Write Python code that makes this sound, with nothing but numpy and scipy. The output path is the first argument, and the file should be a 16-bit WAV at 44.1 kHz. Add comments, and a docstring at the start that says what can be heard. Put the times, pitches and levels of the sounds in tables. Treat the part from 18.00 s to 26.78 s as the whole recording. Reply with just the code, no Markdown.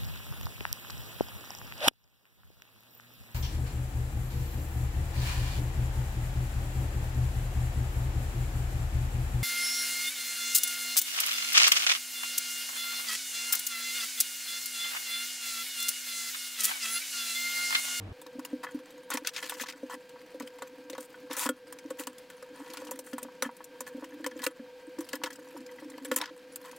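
"""A screwdriver turns small screws out of a metal drive frame on a wooden table, close under a camera.
Steel ticks are decaying noise, the frame clacks in damped modes, knocks ring the board, and slides are lumpy noise.
A machine hums thinly in the room: sines with drifting phase, narrow noise bands and hiss.
For the first instant a deeper, wider hum of noise bands is heard instead, then it cuts off.
The camera's gain control dips after loud moments."""
import sys
import numpy as np
from scipy import signal
from scipy.fft import rfft, irfft, next_fast_len
from scipy.io import wavfile
from scipy.ndimage import uniform_filter1d, map_coordinates

SR = 44100
rng = np.random.default_rng(int(sys.argv[2]) if len(sys.argv) > 2 else 0)


def file_out(sig):
    """Save sig as 16-bit WAV at sys.argv[1]."""
    # one column per channel
    cols = np.atleast_2d(sig).T
    # limit, then scale
    lim = np.clip(cols, -1, 1)
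    pcm = np.round(lim * 32767).astype(np.int16)
    wavfile.write(sys.argv[1], SR, pcm)


N = 387198
SECONDS = np.arange(N) / SR
CUT_S = 0.128  # the opening hum stops and the room begins

# resonances of the metal frame: (frequency [Hz], bandwidth [Hz], relative level [dB])
FRAME = [(972, 92, 5), (1118, 56, 1.5), (1279, 58, -1), (1457, 49, 1.5), (1726, 55, 3.5), (1966, 64, 1),
         (2570, 33, -7), (3188, 22, -2)]
# faint thudding in the table top, before its random flutter: (time [s], level [dB])
MURMUR = [(0.14, -69.5), (0.33, -61.5), (0.52, -56), (1.29, -68), (1.75, -57.5), (1.92, -63.5), (4.04, -61),
          (4.37, -71), (4.85, -50.5), (5.53, -67), (6.15, -50.5), (6.4, -53.5), (6.64, -66), (7.45, -53),
          (7.89, -54), (8.06, -47.5), (8.39, -64.5), (8.78, -61)]


def amp(db):
    """Decibels to gain."""
    return 10 ** (np.asarray(db) / 20)


def unit(x):
    """Scaled to rms 1."""
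    return x / np.sqrt(np.mean(x ** 2) + 1e-20)


def decay(t, t60):
    """Exponential fall of 60 dB in t60 seconds."""
    return amp(-60 * t / t60)


def onset(t, rise_s):
    """Exponential rise towards 1 with time constant rise_s."""
    return 1 - np.exp(-t / rise_s)


def sine(hz, t, phase=0):
    """Pure tone with an optional phase in radians."""
    return np.sin(2 * np.pi * hz * t + phase)


def along(points, hz):
    """Values of (frequency, value) points, interpolated on a log frequency axis."""
    f, v = np.transpose(points)
    return np.interp(np.log(hz + 1), np.log(f + 1), v)


def curves(rows):
    """One curve over the whole scene for each column after the time."""
    s, *cols = np.transpose(rows)
    return [np.interp(SECONDS, s, c) for c in cols]


def wobble(rate):
    """A smooth random curve, rate knots a second."""
    knots = rng.standard_normal(int(N * rate / SR) + 4)
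    return map_coordinates(knots, [SECONDS * rate])


def filtered(x, response):
    """x shaped by a complex response of frequency."""
    m = next_fast_len(N + 8192)
    shaped = rfft(x, m) * response(np.fft.rfftfreq(m, 1 / SR))
    return irfft(shaped, m)[..., :N]


def highpass(hz):
    """First-order bass roll-off below hz."""
    return lambda f: 1j * f / (hz + 1j * f)


def modes(table):
    """Causal response of a bank of resonances with alternating signs."""
    def response(f):
        total = 0
        for k, (centre, width, db) in enumerate(table):
            resonance = 1j * f * width / (centre ** 2 - f ** 2 + 1j * f * width)
            total = total + (-1) ** k * amp(db) * resonance
        return total
    return response


def noise(spectrum):
    """Coloured noise of rms 1."""
    return unit(filtered(rng.standard_normal(N), lambda hz: amp(along(spectrum, hz))))


def fuzzy_tone(hz, width_hz):
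    """Narrow noise of rms 1 around one pitch, with a bell-shaped band."""
    return unit(filtered(rng.standard_normal(N), lambda f: np.exp(-((f - hz) / width_hz) ** 2)))


def add(track, s, sound):
    """Mixes a sound in at time s."""
    part = track[round(s * SR):][:len(sound)]
    part += sound[:len(part)]


def lagged(x, seconds):
    """x followed sluggishly, by a one-pole smoother."""
    keep = np.exp(-1 / (seconds * SR))
    return signal.lfilter([1 - keep], [1, -keep], x)


def steel_noise(patch_db):
    """Dull and bright steel-coloured noise whose colour flickers at random from moment to moment."""
    # colour of ticks and rasp: (frequency [Hz], relative density [dB per Hz])
    steel_colour = [(700, -16), (1500, 2), (2500, 3.5), (3500, 2.5), (5000, -0.5), (7400, -3.5),
                    (10000, -9), (16000, -13)]
    z = signal.stft(noise(steel_colour), nperseg=256)[2]
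    across_pitch = uniform_filter1d(rng.standard_normal(z.shape), 3, 0)
    patches = unit(uniform_filter1d(across_pitch, 5, 1))
    both = signal.istft(z * amp(patch_db * patches), nperseg=256)[1][:N]
    bright = filtered(both, lambda hz: 1 / (1 + (7000 / (hz + 1)) ** 8))
    return unit(both - bright), unit(bright)


def opening():
    """A deep buzzing hum of narrow noise bands in a wide rumble, cut off short."""
    # hum bands: (frequency [Hz], band half-width [Hz], rms level [dB])
    deep_bands = [(49.7, 9, -58), (98, 6.8, -40.5), (191, 29, -53.5), (294, 46, -55.5)]
    # rumble colour: (frequency [Hz], relative density [dB per Hz])
    deep_colour = [(88, -12), (150, -13), (259, -16), (475, -7), (545, -20), (601, -11), (1290, -21.5),
                   (2600, -27.5), (16000, -52)]
    hum = sum(amp(db) * fuzzy_tone(hz, width) for hz, width, db in deep_bands)
    air = amp(-51.5) * noise(deep_colour)
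    wide_colour = deep_colour[:1] + [(400, -3), (3000, -10), (16000, -56)]
    wide = amp(-58.0) * noise(wide_colour)
    # opposite signs left and right spread the rumble
    return (hum + air + np.array([wide, -wide])) * (SECONDS <= CUT_S)


def room():
    """A hum with thin tones above it, hiss, and hands thudding faintly in the table top."""
    # fuzzy bands above the hum: (frequency [Hz], band half-width [Hz], level against the hum [dB])
    whine_bands = [(942, 30, -16.5), (1634, 130, -19), (2400, 130, -24), (3160, 54, -25.5)]
    # room hiss: (frequency [Hz], relative density [dB per Hz])
    hiss_colour = [(25, -6), (90, -3.5), (180, 7.5), (400, 4.5), (750, 4), (1200, -0.5), (1800, 1),
                   (2500, 2), (3600, -3.5), (4500, -2), (5600, -8.5), (10000, -15), (16000, -16)]
    murmur_db, = curves(MURMUR)
    hum = 1.3 * sine(500.6, SECONDS, 0.38 * wobble(5)) + 0.54 * fuzzy_tone(502.3, 42)
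    thin_tone = amp(-13.5) * sine(1583, SECONDS, 0.42 * wobble(8.7))
    whine = sum(amp(db) * fuzzy_tone(hz, width) for hz, width, db in whine_bands)
    machine = amp(1.33 * wobble(12)) * (hum + thin_tone + whine)
    hiss = amp(-7 + 1.2 * wobble(30)) * noise(hiss_colour)
    murmur = amp(murmur_db + 4.5 * wobble(30)) * fuzzy_tone(287, 41.6)
    return (amp(-52) * (machine + hiss) + murmur + fidgeting()) * (SECONDS > CUT_S)


def fidgeting():
    """Fingers and tool tip make countless faint ticks, thickest while the table murmurs; they also nudge the frame."""
    busy_follows = 0.6  # how far the tick rate follows the murmur [dB per dB]
    when, size, nudge = rng.random((400, 3)).T
    busy = np.cumsum(amp(busy_follows * curves(MURMUR)[0]))
    at = np.searchsorted(busy / busy[-1], when)
    blows, nudges = np.zeros(N), np.zeros(N)
    # the logarithms make strong ticks rare
    blows[at] = amp(-68.5 - 4.4 * np.log(size + 0.02))
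    nudges[at] = amp(-24.5 - 1.97 * np.log(nudge + 0.049))
    fall = decay(np.arange(SR // 20) / SR, 0.046)
    grit, rasp = steel_noise(patch_db=8)
    ticks = signal.fftconvolve(blows, fall)[:N] * (0.93 * grit + rasp)
    return ticks + filtered(nudges, modes(FRAME))


def taps():
    """Each steel contact is a sharp spike and a dying crack of noise, dull or bright."""
    # steel ticks: (time [s], level [dB], share above 7 kHz [dB])
    contacts = [(0.2156, -37, 0), (0.265, -41, -4), (0.393, -38, -0.5), (0.4494, -27, -1.5),
                (0.635, -32.5, -7), (1.1031, -22, -0.5), (1.1383, -20, 2), (1.1719, -22.5, -4.5),
                (1.2482, -25.5, -17), (1.2717, -11.5, -5.5), (1.3355, -41, -2.5), (1.363, -20.5, -14.5),
                (1.427, -25, -9.5), (1.4959, -18.5, -1), (1.598, -27.5, -8), (1.6863, -29.5, -11),
                (1.724, -34.5, -9), (2.0928, -41.5, -3.5), (2.3992, -34, -3), (2.422, -36.5, -8.5),
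                (2.474, -34.5, -5.5), (2.5855, -42, -4.5), (2.6215, -30.5, -5.5), (2.899, -31.5, -3),
                (2.931, -36.5, -12.5), (2.9494, -39.5, -9), (2.98, -34, -4), (3.0063, -35, 0),
                (3.3113, -27, -15), (3.3301, -26, -0.5), (3.3665, -27, -0.5), (3.4902, -16, -0.5),
                (3.7251, -31, -1), (3.787, -36.5, -7), (3.9038, -32.5, -1), (3.9956, -25.5, -1),
                (4.036, -35, -3), (4.07, -25, -1.5), (4.1825, -38.5, -2), (4.3006, -38.5, -3),
                (4.4257, -41, -2), (4.6613, -44, -12), (4.7016, -36, -4), (4.7354, -32.5, -2.5),
                (4.7713, -30.5, -7), (4.8489, -38.5, -1), (4.8695, -33.5, -12), (4.9104, -25, 0.5),
                (4.9905, -31, -0.5), (5.0646, -38.5, 0), (5.1323, -32.5, -3), (5.1818, -29.5, -1.5),
                (5.2296, -29, -0.5), (5.4233, -16, -3.5), (5.567, -38.5, -0.5), (5.642, -33, 0),
                (5.806, -25.5, -0.5), (5.8658, -39.5, -6.5), (6.0439, -34.5, -4.5), (6.243, -34, -4),
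                (6.2635, -22, -3), (6.3113, -38, -14), (6.391, -38, -6), (6.4194, -31.5, -6),
                (6.4396, -20, -2), (6.4651, -15, -3), (6.987, -35, -3), (7.0062, -31, -0.5),
                (7.089, -31.5, -2), (7.131, -23.5, -4.5), (7.1535, -28.5, -0.5), (7.236, -17, -9),
                (7.26, -31.5, -14), (7.305, -34, -3), (7.329, -34.5, -2.5), (7.3574, -38.5, -2.5),
                (7.664, -40.5, -4), (7.9006, -40.5, -1), (7.979, -40, -7), (8.0477, -30.5, -2.5),
                (8.115, -21, -5), (8.1616, -10, 0), (8.214, -18.5, -9.5), (8.2568, -27, -16),
                (8.5588, -26, -0.5), (8.6486, -41.5, -23), (8.713, -35.5, -2.5), (8.763, -42.5, 2)]
    t60_s, t60_spread = 0.044, 0.14  # typical decay, and its log scatter
    t = np.arange(SR // 10) / SR
    dull, bright = np.zeros(N), np.zeros(N)
    for (s, db, bright_db), chance in zip(contacts, rng.standard_normal(len(contacts))):
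        share = np.clip(amp(bright_db), 0, 0.97)
        spike = 0.7 * decay(t, 0.0068)
        crack = decay(t, t60_s * np.exp(t60_spread * chance)) * onset(t, 0.00087)
        fall = amp(db - 7) * (crack + spike)
        add(dull, s, np.sqrt(1 - share ** 2) * fall)
        add(bright, s, share * fall)
    low, high = steel_noise(patch_db=4.5)
    return dull * low + bright * high


def knocks():
    """Soft blows ring a close pair of low board modes, whose beat swells, dips and rebounds, and one mode above."""
    # knocks into the table top: (time [s], low pair level [dB], upper mode level [dB])
    board_hits = [(0.217, -60, -51), (0.352, -40, -46.5), (0.385, -32.5, -41.5), (0.53, -26.5, -37.5),
                  (0.745, -27, -55.5), (1.112, -44.5, -40), (1.143, -29.5, -35.5), (1.218, -40, -46),
                  (1.433, -45.5, -41), (1.612, -38.5, -41), (1.831, -33.5, -32), (1.936, -43.5, -45),
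                  (2.344, -45, -37), (2.403, -35, -40.5), (2.428, -37.5, -41), (2.624, -47.5, -35),
                  (2.899, -41, -41), (2.932, -47, -35), (2.981, -43, -36.5), (3.304, -36, -41),
                  (3.375, -49, -37), (3.459, -26, -32), (3.492, -23.5, -24.5), (3.851, -35.5, -47),
                  (3.907, -38.5, -31), (3.996, -37, -38), (4.072, -38, -41), (4.427, -63, -42),
                  (4.82, -55.5, -38.5), (4.911, -44, -36), (4.99, -48, -40), (5.133, -30.5, -37),
                  (5.226, -42, -40.5), (5.251, -40.5, -41), (5.425, -37, -28), (5.457, -31, -41),
                  (5.808, -51, -38.5), (5.946, -34, -42), (5.979, -38.5, -42), (6.026, -37.5, -39),
                  (6.2, -39, -41), (6.265, -38, -31.5), (6.359, -36.5, -40), (6.405, -40, -53),
                  (6.466, -32.5, -25.5), (6.595, -36, -41), (6.875, -40, -51), (6.986, -27.5, -41.5),
                  (7.135, -34, -33.5), (7.238, -37, -34.5), (7.387, -47, -46.5), (7.548, -41, -40.5),
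                  (7.822, -40, -41.5), (7.976, -45, -43), (8.049, -55, -38), (8.116, -30, -24.5),
                  (8.164, -36, -36), (8.204, -40, -39), (8.308, -43, -41.5)]
    pair_hz, pair_scatter_hz, split_hz, upper_hz = 284.2, 13.5, 42.5, 513.2
    t, out = np.arange(SR // 6) / SR, np.zeros(N)
    for (s, low_db, upper_db), chance in zip(board_hits, rng.standard_normal(len(board_hits))):
        hz = pair_hz + pair_scatter_hz * chance
        pair = sine(hz + split_hz / 2, t) - 0.98 * sine(hz - split_hz / 2, t)
        low = amp(low_db) * decay(t, 0.12) * pair * onset(t, 0.00014)
        upper = amp(upper_db + 6.5) * decay(t, 0.072) * sine(upper_hz, t) * onset(t, 0.0023)
        add(out, s, low + upper)
    return out


def clacks():
    """Each clack rings the frame's modes at new strengths, most of all near the spot's own pitch."""
    # clacks of the frame: (time [s], level [dB], frequency of the mode struck hardest [Hz])
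    frame_hits = [(0.218, -46, 945), (0.264, -40, 1000), (0.395, -34.5, 977), (0.452, -39, 939),
                  (0.636, -32, 900), (0.668, -30, 1710), (0.689, -36, 1610), (1.104, -28.5, 1010),
                  (1.116, -28, 1460), (1.174, -25, 956), (1.247, -39, 1880), (1.271, -40, 1710),
                  (1.354, -42.5, 2110), (1.364, -31.5, 1760), (1.384, -33, 1750), (1.427, -27, 1980),
                  (1.499, -32, 1450), (1.522, -26, 985), (1.569, -43, 923), (1.599, -29, 1710),
                  (1.637, -26.5, 886), (1.66, -36, 1720), (1.687, -32.5, 1990), (1.734, -41.5, 1530),
                  (1.898, -36.5, 993), (2.16, -40.5, 946), (2.407, -31.5, 950), (2.589, -41, 977),
                  (2.621, -27.5, 1060), (2.897, -39.5, 942), (2.952, -34.5, 1180), (2.982, -33, 1070),
                  (3.143, -38, 1440), (3.299, -41.5, 1040), (3.313, -31.5, 1120), (3.374, -40, 964),
                  (3.428, -31, 958), (3.457, -23, 961), (3.49, -19, 1460), (3.726, -36, 966),
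                  (3.906, -34, 1110), (3.996, -40, 991), (4.072, -30, 940), (4.302, -42, 1590),
                  (4.426, -41, 1300), (4.603, -42, 961), (4.672, -40, 931), (4.741, -34.5, 965),
                  (4.771, -34, 1080), (4.819, -41, 937), (4.868, -39, 977), (4.891, -36, 945),
                  (4.916, -32.5, 945), (4.991, -42.5, 982), (5.07, -40.5, 1540), (5.13, -35, 1430),
                  (5.182, -29, 960), (5.249, -38, 980), (5.286, -40, 980), (5.424, -21.5, 1300),
                  (5.451, -28.5, 1640), (5.492, -33, 961), (5.606, -35, 993), (5.807, -33, 970),
                  (5.868, -38, 1750), (6.024, -35, 934), (6.039, -39, 964), (6.122, -45, 1740),
                  (6.244, -29.5, 1700), (6.264, -26.5, 930), (6.315, -38.5, 1760), (6.393, -40, 1730),
                  (6.401, -41, 1750), (6.418, -37, 2020), (6.433, -35.5, 999), (6.465, -20.5, 1390),
                  (6.593, -47, 1740), (6.659, -46.5, 912), (6.985, -36.5, 964), (7.01, -37, 942),
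                  (7.133, -25, 1740), (7.217, -36, 961), (7.237, -26.5, 970), (7.26, -34.5, 1390),
                  (7.304, -35, 1900), (7.385, -46.5, 969), (7.472, -45, 921), (7.565, -37, 945),
                  (7.691, -43, 1960), (7.786, -40, 1970), (7.824, -42.5, 937), (7.897, -44.5, 904),
                  (7.94, -42, 2020), (7.983, -40, 961), (8.051, -36, 1580), (8.115, -21, 1380),
                  (8.163, -27.5, 1740), (8.204, -27.5, 934), (8.224, -23, 934), (8.56, -43, 1220),
                  (8.649, -43, 961), (8.731, -41, 960)]
    t, out = np.arange(SR // 8) / SR, np.zeros(N)
    chances = np.clip(rng.standard_normal((len(frame_hits), len(FRAME), 2)), -1.5, 1.5)
    for (s, db, spot_hz), chance in zip(frame_hits, chances):
        ring = np.zeros(len(t))
        for (hz, width, level), (louder, sharper) in zip(FRAME, chance):
            octaves = abs(np.log2(hz / spot_hz))
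            near_spot = 4.7 * np.exp(-(octaves / 0.13) ** 2) - 9.1 * octaves
            strength = amp(level + 2.25 * louder + near_spot)
            fall = np.exp(-np.pi * width * t) + 0.11 * decay(t, 0.15)  # main ring and faint tail
            ring += strength * fall * sine(hz * (1 + 0.015 * sharper), t)
        add(out, s, amp(db - 9.5) * ring * onset(t, 0.00029))
    return out


def slides():
    """Dragging and rattling parts make a lumpy rasp that also stirs the frame's resonances."""
    # strokes: (time [s], length [s], frame level [dB], grit 2-7 kHz level [dB], rasp above 7 kHz level [dB])
    strokes = [(0.63, 0.022, -37.5, -50.5, -53), (1.106, 0.054, -38, -40, -49.5),
               (1.256, 0.04, -60, -40, -49), (1.332, 0.05, -65.5, -42, -51.5),
               (1.367, 0.026, -62.5, -39.5, -49), (1.397, 0.04, -50, -53.5, -53),
               (1.428, 0.048, -50.5, -43.5, -47.5), (1.484, 0.071, -54, -46.5, -50.5),
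               (1.567, 0.039, -55, -52.5, -52), (1.605, 0.022, -61, -35, -36),
               (1.631, 0.01, -58, -40.5, -52), (1.656, 0.016, -59.5, -46, -55),
               (1.68, 0.027, -53, -41, -48.5), (1.895, 0.054, -42.5, -53.5, -52),
               (2.995, 0.062, -66, -63, -56), (3.301, 0.058, -43.5, -47, -52),
               (3.366, 0.097, -38.5, -37, -32.5), (3.459, 0.017, -33, -43, -49),
               (3.985, 0.037, -44.5, -49, -45.5), (4.539, 0.16, -56.5, -66, -65),
               (4.697, 0.15, -55, -58, -64), (5.038, 0.082, -71, -75, -58), (5.422, 0.05, -41, -52, -51.5),
               (5.864, 0.024, -50, -54, -50), (6.429, 0.022, -36, -48, -39), (7.132, 0.034, -46, -53, -55),
               (7.253, 0.023, -35.5, -56, -51.5), (8.123, 0.021, -46, -48, -47),
               (8.159, 0.028, -38, -41.5, -32.5), (8.198, 0.045, -39, -44, -62.5),
               (8.216, 0.082, -47, -53.5, -84), (8.637, 0.059, -52, -64, -60.5)]
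    pressure = np.zeros((3, N))
    for s, length, *dbs in strokes:
        t = np.arange(round((abs(length) + 0.07) * SR)) / SR
        stroke = onset(t, 0.0049) * decay(np.maximum(t - length, 0), 0.04)
        for track, db in zip(pressure, dbs):
            add(track, s, amp(db) * stroke)
    lumps = unit(amp(1.3 * wobble(150) + 3 * wobble(900)))
    stirred = unit(filtered(lumps * rng.standard_normal(N), modes(FRAME)))
    grit, rasp = steel_noise(patch_db=2.8)
    return pressure[0] * stirred + lumps * (pressure[1] * grit + pressure[2] * rasp)


def ports(x, lean, scatter):
    """Two close ports: alike in the bass; in the treble the left is louder and ever-changing scatter sets them apart."""
    # stereo width: (frequency [Hz], side weighting [dB])
    side_weights = [(60, -42), (300, -51), (700, -33), (1500, -24.5), (3000, -17), (5000, -11.5),
                    (15000, -16.5)]
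    z = signal.stft(x, nperseg=128)[2]
    random_phase = np.exp(2j * np.pi * rng.random(z.shape))
    apart = unit(signal.istft(z * random_phase, nperseg=128)[1][:N]) * np.std(x)
    side = filtered(lean * x + scatter * apart, lambda hz: amp(along(side_weights, hz)))
    return np.array([x + side, x - side])


def scene():
    """All sources at the two ports; the work lies a little to the left, and the light frame radiates little bass."""
    frame = filtered(taps() + clacks() + slides(), highpass(250))
    work = ports(frame + knocks(), lean=0.7, scatter=1.45)
    return work + ports(room(), lean=0.15, scatter=1.0) + opening()


def record(dry):
    """Gain control, deaf to the bass, turns the camera down after loud moments; nothing is kept above the band limit."""
    knee_db, slope = -41.5, 0.35  # slope: dB of cut per dB well above the knee
    react_s, recover_s = 0.024, 0.068  # time constants of two smoothers in series
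    senses_hz, top_hz = 890, 15900
    sensed = filtered(dry, highpass(senses_hz))
    power = lagged(lagged(np.mean(sensed ** 2, axis=0), react_s), recover_s)
    gain = (1 + power / amp(2 * knee_db)) ** (-slope / 2)
    return filtered(dry * gain, lambda hz: hz < top_hz)


dry = scene()
out = record(dry)
file_out(out)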